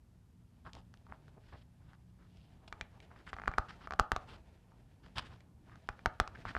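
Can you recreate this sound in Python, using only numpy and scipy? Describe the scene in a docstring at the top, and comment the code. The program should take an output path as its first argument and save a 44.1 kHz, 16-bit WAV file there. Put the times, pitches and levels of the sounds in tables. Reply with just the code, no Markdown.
"""A quiet room, a small clip-on microphone close to a hardcover book that is being leafed through.
Snaps: damped swings of page edges ring the book block, crack, and push and suck a puff of air.
Slides and rustle: random clicks of paper fibres through resonances, with a low sway and rumble of the body.
Underneath: narrow noise bands for the hum of the building, and a steady shaped background noise.
A short noise tail puts the paper sounds in the room; puffs, sway and rumble reach the microphone directly."""
import sys
import numpy as np
from scipy import signal
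from scipy.fft import rfft, irfft
from scipy.io import wavfile
from scipy.ndimage import uniform_filter1d

SR = 44100
rng = np.random.default_rng(int(sys.argv[2]) if len(sys.argv) > 2 else 0)


def makeup_ratio(level_db):
    """Linear amplitude ratio for a level in decibels (20 dB per factor of ten)."""
    decades = np.asarray(level_db, float) / 20
    return 10 ** decades


def unload_wav(signal):
    """Save mono or channel-first audio to the path in sys.argv[1] as 16-bit WAV at rate SR, clipped to [-1, 1]."""
    wavfile.write(
        sys.argv[1],
        SR,
        np.round(np.clip(np.atleast_2d(signal).T, -1, 1) * 32767).astype(np.int16),
    )


N = 290442  # samples, about 6.6 s
TIME = np.arange(N) / SR


def level(x, db):
    """Scale to an rms level."""
    return x * makeup_ratio(db) / np.sqrt(np.mean(x ** 2))


def band(x, hz, width):
    """One steep resonance (applied twice), gain 1 at its centre."""
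    b, a = signal.iirpeak(hz, hz / width / 1.5, fs=SR)
    once = signal.lfilter(b, a, x)
    return signal.lfilter(b, a, once)


def decay(t, t60):
    """Exponential decay that falls by 60 dB in t60 seconds."""
    return np.exp(-np.log(1000) * t / t60)


def ring(hz, t60, size=6000):
    """A decaying sine that starts from rest."""
    t = TIME[:size]
    return np.sin(2 * np.pi * hz * t) * decay(t, t60)


def walk(rate):
    """Random levels held 1 / rate s and smoothed twice; spread near 1."""
    hold = int(SR / rate)
    steps = np.repeat(rng.standard_normal(N // hold + 1), hold)
    smooth = uniform_filter1d(uniform_filter1d(steps, hold), hold)
    return 1.3 * smooth[:N]


# Narrow hum bands of the building: (pitch_hz, width_hz, level_db), level as rms
HUM_BANDS = [(58, 2.4, -84), (82, 5.7, -81.5), (117.7, 4.3, -69), (147.8, 2.3, -75.5), (177.9, 5.1, -71.5),
             (236.8, 1, -80.5)]


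def building_hum():
    """Narrow bands of noise waver like a hum."""
    return sum(level(band(rng.standard_normal(N), hz, width), db) for hz, width, db in HUM_BANDS)


# Spectrum shape of the steady background noise, with a steep fall above 12.6 kHz:
# (freq_hz, relative_db), density per Hz
BACKGROUND_SPECTRUM = [(15, -44), (25, -5.5), (66, 4.5), (167, -8), (375, -28.5), (700, -29), (909, -25.5),
                       (2380, -36), (12600, -41), (16400, -80.5), (22000, -120)]


def background_noise():
    """Steady random noise, shaped in frequency: strongest in the bass, with a faint even hiss above."""
    hz, db = np.transpose(BACKGROUND_SPECTRUM)
    bins = np.maximum(np.arange(N // 2 + 1) * SR / N, 1)
    shape = makeup_ratio(np.interp(np.log(bins), np.log(hz), db))
    noise = irfft(rfft(rng.standard_normal(N)) * shape, N)
    return level(noise, -65)  # dB rms


# Decay of the small room by band: (band_hz, relative_db, t60_s)
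ROOM_TAIL = [(310, -13, 0.26), (700, -25.5, 0.32), (1400, -30.5, 0.31), (2600, -23, 0.19),
             (4970, -25.5, 0.086), (9610, -36.5, 0.048)]


def room(x):
    """A small damped room: a noise tail that builds over a few ms and dies sooner in the treble."""
    t = TIME[:20000]
    tail = np.zeros(len(t))
    for hz, db, t60 in ROOM_TAIL:
        tail += makeup_ratio(db) * band(rng.standard_normal(len(t)), hz, 1.1 * hz) * decay(t, t60)
    build_up = np.clip((t - 0.002) / 0.0014, 0, 1)
    return x + signal.fftconvolve(x, 0.099 * tail * build_up)[:N]


def fibres(per_s, spread_db, resonances):
    """Paper fibres catch and slip: tiny clicks of uneven size through the paper's resonances."""
    sizes = rng.standard_normal(N) * makeup_ratio(spread_db * rng.exponential(size=N))
    clicks = (rng.random(N) < per_s / SR) * sizes
    paper = np.zeros(N)
    for k, (hz, width, db) in enumerate(resonances):
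        flicker = makeup_ratio(db + 2.0 * walk(28))
        # neighbouring resonances alternate in sign, so they add up between their peaks
        paper += (-1) ** k * flicker * band(clicks, hz, width)
    return level(paper, 0)


def body_rumble(body_db):
    """Arms and clothes rumble near the microphone, more when the hands are busy."""
    low = band(rng.standard_normal(N), 70, 54)
    upper = 0.31 * band(rng.standard_normal(N), 210, 120)
    busy_db = body_db + 73
    # a little over a quarter dB of rumble per dB of rustle, with a slow wander
    rumble_db = -64.5 + 0.27 * busy_db + 1.5 * walk(6.7)
    return makeup_ratio(rumble_db) * level(low + upper, 0)


# Paper under friction, body of the sound: (pitch_hz, width_hz, relative_db)
PAPER_BODY_MODES = [(510, 1380, 15.5), (950, 500, 19.5), (1450, 630, -10), (1940, 170, -0.5)]
# Paper under friction, treble, heard in rustle and slides: (pitch_hz, width_hz, relative_db)
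PAPER_TREBLE_MODES = [(3030, 1100, 3.5), (5070, 1000, -7), (7160, 1500, -13.5), (10070, 2500, -36.5)]
# Hands moving on the paper, levels joined by straight lines: (start_s, body_level_db, treble_level_db)
HAND_MOVES = [(0.0, -85.5, -105), (0.73, -81.5, -84), (1.3, -72.5, -88), (1.7, -80, -91),
              (2.15, -81, -89.5), (2.4, -75.5, -71.5), (2.62, -71.5, -88), (2.84, -68.5, -108),
              (3.34, -68, -83.5), (3.8, -65, -80), (4.05, -88.5, -87.5), (4.2, -62, -82),
              (4.64, -76.5, -106), (5.1, -76, -87.5), (5.25, -64, -89), (5.5, -76, -97), (5.92, -72.5, -80),
              (6.59, -61, -100)]


def hands():
    """Continuous rustle of fingers and sleeves, and the rumble of the moving body."""
    start_s, body_points, treble_points = np.transpose(HAND_MOVES)
    body_db = np.interp(TIME, start_s, body_points)
    treble_db = np.interp(TIME, start_s, treble_points)
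    body = makeup_ratio(body_db) * fibres(8900, 1.3, PAPER_BODY_MODES)
    treble = makeup_ratio(treble_db) * fibres(12000, 4.1, PAPER_TREBLE_MODES)
    patchy = makeup_ratio(2.0 * walk(40))
    return patchy * (body + treble), body_rumble(body_db)


# Sheets sliding over each other: (start_s, length_s, level_db, pitch_hz, treble_db),
# treble relative to the scrape
SHEET_SLIDES = [(0.645, 0.052, -58.5, 950, -15.5), (0.729, 0.073, -62.5, 620, -8),
                (1.082, 0.04, -56.5, 950, -25), (1.131, 0.015, -62.5, 920, -14.5),
                (1.365, 0.02, -63, 480, -34), (1.433, 0.19, -76, 1500, -0.5), (1.522, 0.033, -57, 740, -30),
                (1.797, .13, -75.5, 1080, -9.5), (1.937, 0.013, -66, 1180, -7),
                (2.183, 0.088, -73.5, 1210, -10), (2.676, 0.0061, -60, 700, -0.5),
                (3.022, .026, -76, 2400, 6.5), (3.102, 0.02, -60, 950, -34), (3.147, 0.066, -68, 1810, -9),
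                (3.331, 0.0085, -57.5, 2200, -5.5), (3.263, 0.037, -55, 1560, -8.5),
                (3.682, 0.027, -52, 1400, -8.5), (3.717, 0.024, -63, 1400, -5.5),
                (3.806, 0.053, -58, 1280, -8.5), (4.273, 0.087, -61, 1070, -4),
                (5.029, 0.053, -67.5, 1090, -4.5), (5.155, 0.027, -51, 1120, -4.5),
                (5.18, 0.014, -48.5, 1050, -5.5), (5.19, 0.09, -62.5, 1320, -5),
                (5.293, 0.066, -65.5, 1110, -8), (5.656, 0.12, -67.5, 1260, -12.5),
                (6.348, 0.0094, -55.5, 1450, -16), (6.379, 0.05, -71, 1510, -14),
                (6.448, 0.062, -47, 1500, -9), (6.55, 0.025, -54.5, 1400, -8)]


def slides():
    """A sheet grips, drags for a moment and lets go; its free span sets the pitch of the scrape."""
    grip_share, release_s = 0.19, 0.01  # share of the length spent gathering grip; fade after it
    scrapes, low = np.zeros((2, N))
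    grit = fibres(5000, 2.8, [(900, 1500, 0), (2000, 1500, 0)])
    fizz = fibres(9000, 2.2, PAPER_TREBLE_MODES)
    sway = level(band(rng.standard_normal(N), 70, 106), 0)
    for start, length, db, hz, treble_db in SHEET_SLIDES:
        i = slice(int(start * SR), int((start + length + 0.022) * SR))
        t = TIME[i] - start
        grip = np.clip(t / (grip_share * length), 0, 1)
        let_go = np.clip((length - t) / release_s + 1, 0, 1)
        drag = grip * let_go
        scrape = level(band(grit[i], hz, 0.78 * hz), 0)
        scrapes[i] += makeup_ratio(db) * drag * (scrape + makeup_ratio(treble_db) * fizz[i])
        # the hand that drags it sways the whole book
        low[i] += makeup_ratio(0.52 * db - 26.0) * drag * sway[i]
    return makeup_ratio(2.6 * walk(120)) * scrapes, low


# Thud of the hard cover: (pitch_hz, relative_db, t60_s)
COVER_MODES = [(242, -4, 0.043), (403, -1, 0.025), (587, -20, 0.004)]


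def puff():
    """The freed page pushes air out with a low thud of the cover, then sucks it back."""
    push_s, suck_s = 0.0105, 0.0063
    t = TIME[:6000]
    push = np.sin(np.pi * np.clip(t / push_s, 0, 1))
    suck = np.sin(np.pi * np.clip((t - push_s) / suck_s, 0, 1))
    thud = sum(makeup_ratio(db) * ring(hz, t60) for hz, db, t60 in COVER_MODES)
    return push - 1.72 * suck + thud


def swing(hz, cycles):
    """A swing that peaks after the given number of cycles and is soon damped; envelope top 1."""
    t = TIME[:6000]
    u = t * hz / cycles
    return np.sin(2 * np.pi * hz * t) * (u * np.exp(1 - u)) ** 2


# Modes of the book block, before scatter: (pitch_hz, relative_db, t60_s)
BOOK_MODES = [(772, -2.5, 0.039), (897, -5, .035), (1190, -8, 0.016), (1470, -7.5, 0.0077),
              (1890, -34, 0.014), (2480, 0, 0.028), (3300, -21, 0.015), (4700, -32, .017)]


def book_block(louder, higher):
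    """Each page lands elsewhere on the block, so its modes scatter in level and pitch."""
    scatter_db, pitch_scatter = 4, 0.05  # spread in dB, and as a share of the pitch
    block = np.zeros(6000)
    for (hz, db, t60), a, b in zip(BOOK_MODES, louder, higher):
        block += makeup_ratio(db + scatter_db * a) * ring(hz * (1 + pitch_scatter * b), t60)
    return block


# Resonances in the crack of a released edge: (pitch_hz, width_hz, relative_db)
CRACK_MODES = [(790, 900, 8), (2700, 3450, 21), (4830, 4330, 17.5), (8450, 3100, 16), (14100, 2400, -6)]


def crack(ticks, bright_ticks):
    """Ticks and rattle sound through the edge's resonances; the top ones take the brighter ticks."""
    out = np.zeros(len(ticks))
    for k, (hz, width, db) in enumerate(CRACK_MODES):
        source = bright_ticks if hz > 7000 else ticks
        out += (-1) ** k * makeup_ratio(db) * band(source, hz, width)
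    return out


# Page edges let go close to the microphone: (start_s, level_db, pitch_hz, crack_db),
# level before block and room, crack relative to it
PAGE_SNAPS = [(0.733, -54.5, 2980, 9.5), (0.751, -54.5, 1060, 7.5), (0.94, -48.5, 1520, -5),
              (1.067, -50.5, 1210, -18), (1.281, -50.5, 1430, -13), (1.933, -48, 1490, -16),
              (2.726, -30.5, 1540, -12.5), (2.811, -27, 1720, -9), (3.003, -43, 2440, -10),
              (3.331, -27, 1470, -23), (3.366, -36.5, 1400, -19), (3.386, -34.5, 1400, -33),
              (3.398, -34, 1400, -23.5), (3.418, -34, 1590, -22.5), (3.437, -32.5, 1400, -30),
              (3.458, -36.5, 1560, -21.5), (3.475, -30.5, 1500, -20), (3.4785, -15, 1406, -23),
              (3.515, -36, 1310, -18.5), (3.538, -32, 1580, -23), (3.58, -30, 1510, -16),
              (3.583, -13.5, 1338, -18), (3.873, -31.5, 1340, -22), (3.908, -27.5, 1400, -18),
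              (3.922, -28, 1370, -19), (3.936, -27.5, 1334, -15.5), (3.992, -24.5, 1460, -15.5),
              (3.9964, -10, 1354, -14.5), (4.118, -13.5, 1460, -16), (4.163, -22.5, 1242, -10),
              (4.719, -56, 1180, -21), (5.406, -50.5, 1950, -9.5), (5.757, -46.5, 1450, -9.5),
              (5.889, -22, 1470, -16), (5.992, -43, 1600, -18), (6.059, -13, 1423, -16),
              (6.2, -11.5, 1423, -14.5), (6.276, -34.5, 1210, -7), (6.373, -47, 1640, -29),
              (6.453, -27.5, 1200, -25), (6.551, -22, 1470, -29), (6.566, -22.5, 1450, -40)]


def snaps():
    """Each edge springs back (rarefaction first), rings the book block, cracks and pushes air."""
    edge_cycles, rattle_s = 0.85, 0.0024  # cycles to the top of the swing; decay time of the rattle
    edges, ticks, bright_ticks, puffs = np.zeros((4, N + 6000))
    air = puff()
    for start, db, hz, crack_db in PAGE_SNAPS:
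        i = int(start * SR)
        edge = -makeup_ratio(db) * swing(hz, edge_cycles)
        block = book_block(*rng.standard_normal((2, len(BOOK_MODES))))
        edges[i:i + 6000] += edge + makeup_ratio(-32.5) * signal.fftconvolve(edge, block)[:6000]
        # one clean tick as the edge swings through, amid fibres that rattle for a few ms
        rattle = 0.072 * rng.standard_normal(400) * np.exp(-TIME[:400] / rattle_s)
        rattle[int(edge_cycles / hz * SR)] += 1
        ticks[i:i + 400] += makeup_ratio(db + crack_db) * rattle
        # a harder release is brighter
        bright_ticks[i:i + 400] += makeup_ratio(0.35 * db) * ticks[i:i + 400]
        # the puff grows slightly faster than the snap
        puffs[i:i + 6000] += makeup_ratio(-21 + 1.02 * db) * air
    return edges[:N] + crack(ticks, bright_ticks)[:N], puffs[:N]


def scene():
    """Paper sounds fill the room; puffs, sway and rumble reach the microphone directly."""
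    quiet = background_noise() + building_hum()
    rustle, rumble = hands()
    scrape, sway = slides()
    snap, air = snaps()
    paper = room(snap + scrape + rustle)
    return (paper + air + sway + rumble + quiet)[None]


def low_pass(x):
    """Removes everything above the highest recorded frequency."""
    return signal.sosfilt(signal.butter(12, 16830, fs=SR, output="sos"), x)


def record(dry):
    """The microphone rolls off the deepest bass, below 22 Hz."""
    roll_off = signal.butter(2, 22, "high", fs=SR, output="sos")
    mix = signal.sosfilt(roll_off, dry)
    return low_pass(mix)


dry = scene()
out = record(dry)
unload_wav(out)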